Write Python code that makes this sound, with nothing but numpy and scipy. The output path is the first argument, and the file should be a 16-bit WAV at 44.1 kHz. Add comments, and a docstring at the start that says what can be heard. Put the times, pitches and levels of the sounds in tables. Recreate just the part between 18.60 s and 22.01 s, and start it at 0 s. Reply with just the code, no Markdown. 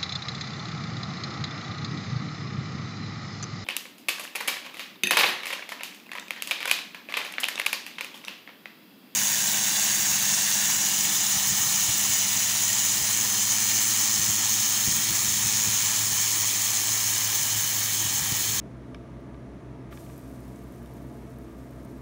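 """A hot soldering iron meets flux on a circuit board: a sudden fizz of random bubble bursts and hissing
vapour, with crackle on top, flares and settles to a simmer. Larger bubbles spit as snaps of banded noise.
Tweezers and the iron's tip tick on the board as damped modes with a crack of noise, and the tip scrapes.
Behind them two fan tones beat, with mains hum, filtered noise for rushing air and room hiss,
a thin whine and a faint electric buzz that pulses with the fan."""
import sys
import numpy as np
from scipy import signal
from scipy.fft import rfft, irfft, next_fast_len
from scipy.io import wavfile
from scipy.ndimage import map_coordinates

SR = 44100
rng = np.random.default_rng(int(sys.argv[2]) if len(sys.argv) > 2 else 0)


def waveform_to_disk(signal):
    """Save audio, clipped to [-1, 1], as 16-bit WAV at the path in sys.argv[1]."""
    frames = np.transpose(np.atleast_2d(signal))
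    scaled = np.clip(frames, -1, 1) * 32767
    samples = np.round(scaled).astype(np.int16)
    wavfile.write(sys.argv[1], SR, samples)


N = 150381
TOP_HZ = 15800  # upper band limit of the spits and the microphone
CONTACT_S = 0.0002  # time constant of a tick's rise


def amp(db):
    """Decibels to gain."""
    return 10 ** (np.asarray(db) / 20)


def unit(x):
    """Scale to rms 1."""
    return x / np.sqrt(np.mean(x ** 2) + 1e-20)


def filtered(x, response):
    """Shape the spectrum of x with a gain that is a function of frequency."""
    size = next_fast_len(len(x) + 8192)
    spectrum = rfft(x, size) * response(np.fft.rfftfreq(size, 1 / SR))
    return irfft(spectrum, size)[:len(x)]


def coloured(x, points):
    """Draw an EQ curve through (frequency [Hz], level [dB]) points on a log axis; rms 1."""
    f, db = np.transpose(points)
    return unit(filtered(x, lambda hz: amp(np.interp(np.log(hz + 1), np.log(f + 1), db))))


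def resonant(hz, width_hz):
    """Noise through one resonance, at rms 1."""
    peak = lambda f: 1 / (1 + ((f - hz) / width_hz) ** 2 * 2) ** 1.3
    return unit(filtered(rng.standard_normal(N), peak))


def wobble(rate):
    """A smooth random curve with rate knots a second."""
    return map_coordinates(rng.standard_normal(256), [np.arange(N) * rate / SR], mode="wrap")


def bursts(per_s, spread_db):
    """Random impulses of uneven size and sign; rate changes leave the power even, at rms 1."""
    chance = np.clip(per_s / SR, 1e-4, 1)
    level_db = spread_db * np.clip(rng.standard_normal(N), -2, 2)
    sizes = amp(level_db) * np.sign(rng.standard_normal(N))
    return unit((rng.random(N) < chance) * sizes / np.sqrt(chance))


def add(track, s, sound):
    """Mix a sound into the track at time s."""
    part = track[round(s * SR):][:len(sound)]
    part += sound[:len(part)]


FAN_HZ, SECOND_FAN_HZ, SECOND_FAN_DB, MAINS_HZ = 63.65, 58.3, -55.5, 60
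HUM_DRIFT_TURNS, HUM_WAVER_DB = 0.017, -0.6  # random phase drift, random level waver
# main fan and its overtones: (multiple of FAN_HZ, level [dB])
FAN_OVERTONES = [(1, -50.5), (2, -49), (3, -58.5), (4, -59.5), (7, -64.5)]
# mains hum: (multiple of MAINS_HZ, level [dB])
MAINS_OVERTONES = [(2, -56), (4, -67.5)]


def fan_and_mains_tones():
    """Two close fan tones beat beside overtones and mains hum, each a slightly unsteady sine."""
    t = np.arange(N) / SR
    lines = [(k * FAN_HZ, db) for k, db in FAN_OVERTONES]
    lines += [(k * MAINS_HZ, db) for k, db in MAINS_OVERTONES]
    lines.append((SECOND_FAN_HZ, SECOND_FAN_DB))
    tones = np.zeros(N)
    for hz, db in lines:
        level = amp(db + HUM_WAVER_DB * wobble(5))
        turns = hz * t + HUM_DRIFT_TURNS * wobble(3.04)
        tones += level * np.sin(2 * np.pi * turns)
    return np.sqrt(2) * tones  # levels are rms


AIR_DB = -45.5
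# spectrum of the moving air: (frequency [Hz], relative level [dB per Hz])
AIR_SPECTRUM = [(20, -46), (35, -23), (50, -12), (70, -10.5), (92, -17), (120, -3), (160, -6.5), (200, -4),
                (260, -4), (340, -5), (385, -9.5), (435, -8.5), (480, -15), (570, -12), (690, -13.5),
                (770, -22.5), (950, -20), (1250, -25), (1500, -33.5), (1950, -42), (3300, -98)]
# resonances of the fan housing: (frequency [Hz], width [Hz], level [dB])
HOUSING_RESONANCES = [(100, 5.7, -64.5), (139.4, 2.5, -63), (223, 12.5, -57.5), (256, 19.4, -54.5),
                      (287.4, 7.3, -56.5), (334.5, 10.6, -57.5), (613.5, 10, -74.5), (679.7, 22, -62.5),
                      (849.6, 6.8, -70.5), (897, 4.4, -74.5), (956, 27, -69.5), (1181, 60, -69.5),
                      (2220, 90, -77)]


def fan_air():
    """Rushing air is broad noise; the fan housing adds narrow bands of resonant noise."""
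    air = amp(AIR_DB) * coloured(rng.standard_normal(N), AIR_SPECTRUM)
    housing = sum(amp(db) * resonant(hz, width) for hz, width, db in HOUSING_RESONANCES)
    return air + housing


HISS_DB = -61
# spectrum of the room hiss: (frequency [Hz], relative level [dB per Hz])
HISS_SPECTRUM = [(710, -40.5), (1200, -2), (1500, -6.5), (1640, -4), (2600, -12), (3050, -15), (3820, -17),
                 (4780, -21.5), (5990, -20), (8090, -28), (9500, -25.5), (10500, -30.5), (15600, -37)]


def room_hiss():
    """Steady noise in the colour of the room."""
    return amp(HISS_DB) * coloured(rng.standard_normal(N), HISS_SPECTRUM)


WHINE_HZ, WHINE_WIDTH_HZ, WHINE_DB = 9320, 110, -85.5
BUZZ_HZ, BUZZ_WANDER_HZ, BUZZ_DB = 9930, 30, -87.5
BUZZ_SHARPNESS = 4  # exponent that narrows each pulse


def electric_buzz():
    """A thin steady whine, and a high tone of wandering pitch that pulses once per fan cycle."""
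    t = np.arange(N) / SR
    pulses = np.abs(np.cos(np.pi * FAN_HZ * t)) ** BUZZ_SHARPNESS
    pitch_hz = BUZZ_HZ + BUZZ_WANDER_HZ * wobble(70)
    carrier = np.sin(2 * np.pi * np.cumsum(pitch_hz) / SR)
    whine = amp(WHINE_DB) * resonant(WHINE_HZ, WHINE_WIDTH_HZ)
    return amp(BUZZ_DB) * unit(pulses * carrier) + whine


KNOCK_TRIM_DB, CRACK_DB, CRACK_T60_S = -3, -2.5, 0.014
# modes of the board: (frequency [Hz], relative level [dB], decay t60 [s])
BOARD_MODES = [(1160, -9, .05), (1660, -8, .03), (2280, -7, .025), (2510, -10, 0.022), (3010, -5.5, 0.016),
               (3620, -6, 0.013)]
# spectrum of the contact crack: (frequency [Hz], relative level [dB per Hz])
CRACK_SPECTRUM = [(400, -15), (1500, 7), (3500, 0), (4500, -7), (10000, -14), (15000, -24)]


def knock(db, bright_db):
    """A tool tip touches the board: a short crack and a few damped modes, tilted in dB per octave."""
    t = np.arange(SR // 10) / SR
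    tilt = lambda hz: amp(bright_db * np.log2(np.maximum(hz, 1000) / 2500))
    ring = np.zeros(len(t))
    for hz, level, t60 in BOARD_MODES:
        decay = amp(level + rng.normal(0, 1.7) - 60 * t / t60)  # each knock excites the modes unevenly
        ring += tilt(hz) * decay * np.sin(2 * np.pi * (hz * t + rng.random()))
    crack = filtered(coloured(rng.standard_normal(len(t)), CRACK_SPECTRUM), tilt)
    crack *= amp(CRACK_DB - 60 * t / CRACK_T60_S)
    return amp(KNOCK_TRIM_DB + db) * (ring + crack) * (1 - np.exp(-t / CONTACT_S))


# time [s], level before the knock trim [dB], brightness [dB per octave]
CLICK_S, CLICK_DB, CLICK_BRIGHT_DB = .3461, -39, -2
# steel of the tweezers: (frequency [Hz], level [dB], decay t60 [s])
STEEL_MODES = [(2310, -44, 0.031), (3180, -50, .016), (5310, -45, .015), (5730, -52, .011),
               (9600, -55, .008), (11200, -59, .01)]


def tweezers():
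    """One click knocks the board and rings the damped modes of the steel."""
    out, t = np.zeros(N), np.arange(SR // 10) / SR
    ring = sum(amp(db - 60 * t / t60) * np.sin(2 * np.pi * hz * t) for hz, db, t60 in STEEL_MODES)
    steel = ring * (1 - np.exp(-t / CONTACT_S))
    add(out, CLICK_S, steel + knock(CLICK_DB, CLICK_BRIGHT_DB))
    return out


ROOM_DB, ROOM_T60_S = -16, 0.1


def room(x):
    """The bench and walls answer with a short, decaying noise tail."""
    t = np.arange(SR // 3) / SR
    tail = rng.standard_normal(len(t)) * amp(-60 * t / ROOM_T60_S) * (t > .002)
    return signal.fftconvolve(x, tail / np.linalg.norm(tail))[:N]


SPIT_TRIM_DB, SPIT_T60_S, SPIT_WIDTH_OCT = 1.5, .002, .4
SPRAY_DB, SPRAY_T60_S = -11.5, 0.026  # relative to the snap
# larger bubbles that spit: (time [s], peak level before the trim [dB], centre pitch [Hz])
FLUX_SPITS = [(.6055, -64, 14800), (1.325, -47, 13500), (1.579, -45, 12000), (1.594, -49, 11000),
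              (1.698, -49, 12000), (1.8045, -47, 12000), (1.8499, -50, 12500), (1.879, -50, 13500),
              (1.960, -48, 7000), (2.0393, -52, 12000), (2.1224, -50, 14000), (2.1526, -47, 14200),
              (2.162, -50, 12000), (2.1933, -49, 11500), (2.2289, -50, 14500), (2.2601, -49, 11500),
              (2.3367, -46.5, 13000), (2.3813, -50, 14000), (2.4254, -53, 13500), (2.4683, -51, 13500),
              (2.7021, -51, 13000), (2.7861, -44, 12100), (2.8349, -55, 13000), (2.9828, -49, 13000),
              (3.1112, -53, 13000), (3.2321, -53, 12000), (3.2487, -49, 9500), (3.3764, -56, 13500)]


def spits():
    """Each larger bubble of flux snaps at its own pitch and leaves a brief spray."""
    out, t = np.zeros(N), np.arange(SR // 20) / SR
    shape = amp(-60 * t / SPIT_T60_S) + amp(SPRAY_DB - 60 * t / SPRAY_T60_S)
    for s, db, hz in FLUX_SPITS:
        band = lambda f: (f < TOP_HZ) / (1 + (np.log2((f + 1) / hz) / SPIT_WIDTH_OCT) ** 2)
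        snap = filtered(rng.standard_normal(len(t)), band) * shape
        add(out, s, amp(SPIT_TRIM_DB + db) * snap / np.abs(snap).max())
    return out


# ticks of the hot tip: (time [s], level before the knock trim [dB], brightness [dB per octave])
TIP_TICKS = [(.744, -46, -6), (1.326, -43, -9.5), (1.374, -39.5, 2), (1.464, -49, -1), (1.499, -46.5, -5),
             (2.2598, -47, 0)]


def tip_ticks():
    """The iron's tip knocks on the board."""
    out = np.zeros(N)
    for s, db, bright_db in TIP_TICKS:
        add(out, s, knock(db, bright_db))
    return out


SCRAPE_S, SCRAPE_WIDTH_S, SCRAPE_DB, SCRAPE_SLIPS_PER_S = 1.326, 0.015, -53, 1400
# spectrum of the scrape: (frequency [Hz], relative level [dB per Hz])
SCRAPE_SPECTRUM = [(400, -12), (1000, -3), (2200, 4), (3500, -6), (5000, -14), (12000, -28)]


def tip_scrape():
    """The tip scrapes briefly as it settles: a dense run of small slips under one swell."""
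    stroke = np.exp(-((np.arange(N) / SR - SCRAPE_S) / SCRAPE_WIDTH_S) ** 2)
    slips = coloured(bursts(SCRAPE_SLIPS_PER_S, spread_db=4.5), SCRAPE_SPECTRUM)
    return amp(SCRAPE_DB) * stroke * slips


# the flux flashes on contact, holds, then simmers down; boosts are above the simmer
TOUCH_S, ATTACK_S, HOLD_S = 1.303, 0.028, .075
FLASH_DB, FLASH_FADE_S, SETTLE_DB, SETTLE_S = 2, .03, 8, .5
# rates and levels once settled to a simmer; steam is relative to the bubble bursts
BUBBLES_PER_S, BUBBLE_SPREAD_DB, STEAM_DB, SIMMER_DB = 1600, 4.5, -2, -67.5
CRACKLES_PER_S, CRACKLE_DB, CRACKLE_SPREAD_DB, CRACKLE_T60_S = 170, -73.5, 3.5, 0.003
# spectrum of the tiny bubbles and vapour: (frequency [Hz], relative level [dB per Hz])
FIZZ_SPECTRUM = [(900, -7), (2000, -7), (3500, -1.5), (4500, -0.5), (6000, 1), (8000, 0.5), (9400, 3),
                 (10000, -2.5), (10400, -12), (11000, 2.5), (11600, 3), (12150, -5), (12700, 0),
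                 (13700, -3), (14250, -2), (15000, -11), (15700, -7.5)]
# spectrum of the middling bubbles: (frequency [Hz], relative level [dB per Hz])
CRACKLE_SPECTRUM = [(2000, -42), (6000, -9), (10000, -10), (12000, -4), (15700, -4.5)]


def sizzle():
    """Tiny bubbles burst and crackle over hissing vapour; they thin out as the flux boils away."""
    age = np.arange(N) / SR - TOUCH_S
    spent = np.maximum(age - ATTACK_S - HOLD_S, 0)
    boil_db = FLASH_DB * np.exp(-spent / FLASH_FADE_S) + SETTLE_DB * np.exp(-spent / SETTLE_S)
    boil = amp(boil_db) ** 2  # a fiercer boil bursts more often as well as louder

    bubbles = bursts(BUBBLES_PER_S * boil, BUBBLE_SPREAD_DB)
    steam = amp(STEAM_DB) * rng.standard_normal(N)
    fizz = coloured(bubbles + steam, FIZZ_SPECTRUM)

    # each middling burst gates noise with a short decay; overlapping bursts add in power
    decay = amp(-60 * np.arange(SR // 100) / SR / CRACKLE_T60_S)
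    hits = bursts(CRACKLES_PER_S * boil, CRACKLE_SPREAD_DB)
    snaps = np.sqrt(np.abs(signal.fftconvolve(hits ** 2, decay ** 2)[:N]))
    crackle = coloured(snaps * rng.standard_normal(N), CRACKLE_SPECTRUM)

    onset = np.clip(age / ATTACK_S, 0, 1)
    level = onset * amp(boil_db + 0.91 * wobble(60))  # with a quick random flutter
    return (amp(SIMMER_DB) * fizz + amp(CRACKLE_DB) * crackle) * level


def scene():
    """Fans, hiss and buzz lie behind; clicks, spits and scrape get a room tail, the sizzle stays dry."""
    background = fan_and_mains_tones() + fan_air() + room_hiss() + electric_buzz()
    clicks = tweezers() + spits() + tip_ticks() + tip_scrape()
    return (background + clicks + amp(ROOM_DB) * room(clicks) + sizzle())[None]


def record(dry):
    """The microphone keeps nothing above its band limit."""
    return np.array([filtered(channel, lambda hz: hz < TOP_HZ) for channel in dry])


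dry = scene()
out = record(dry)
waveform_to_disk(out)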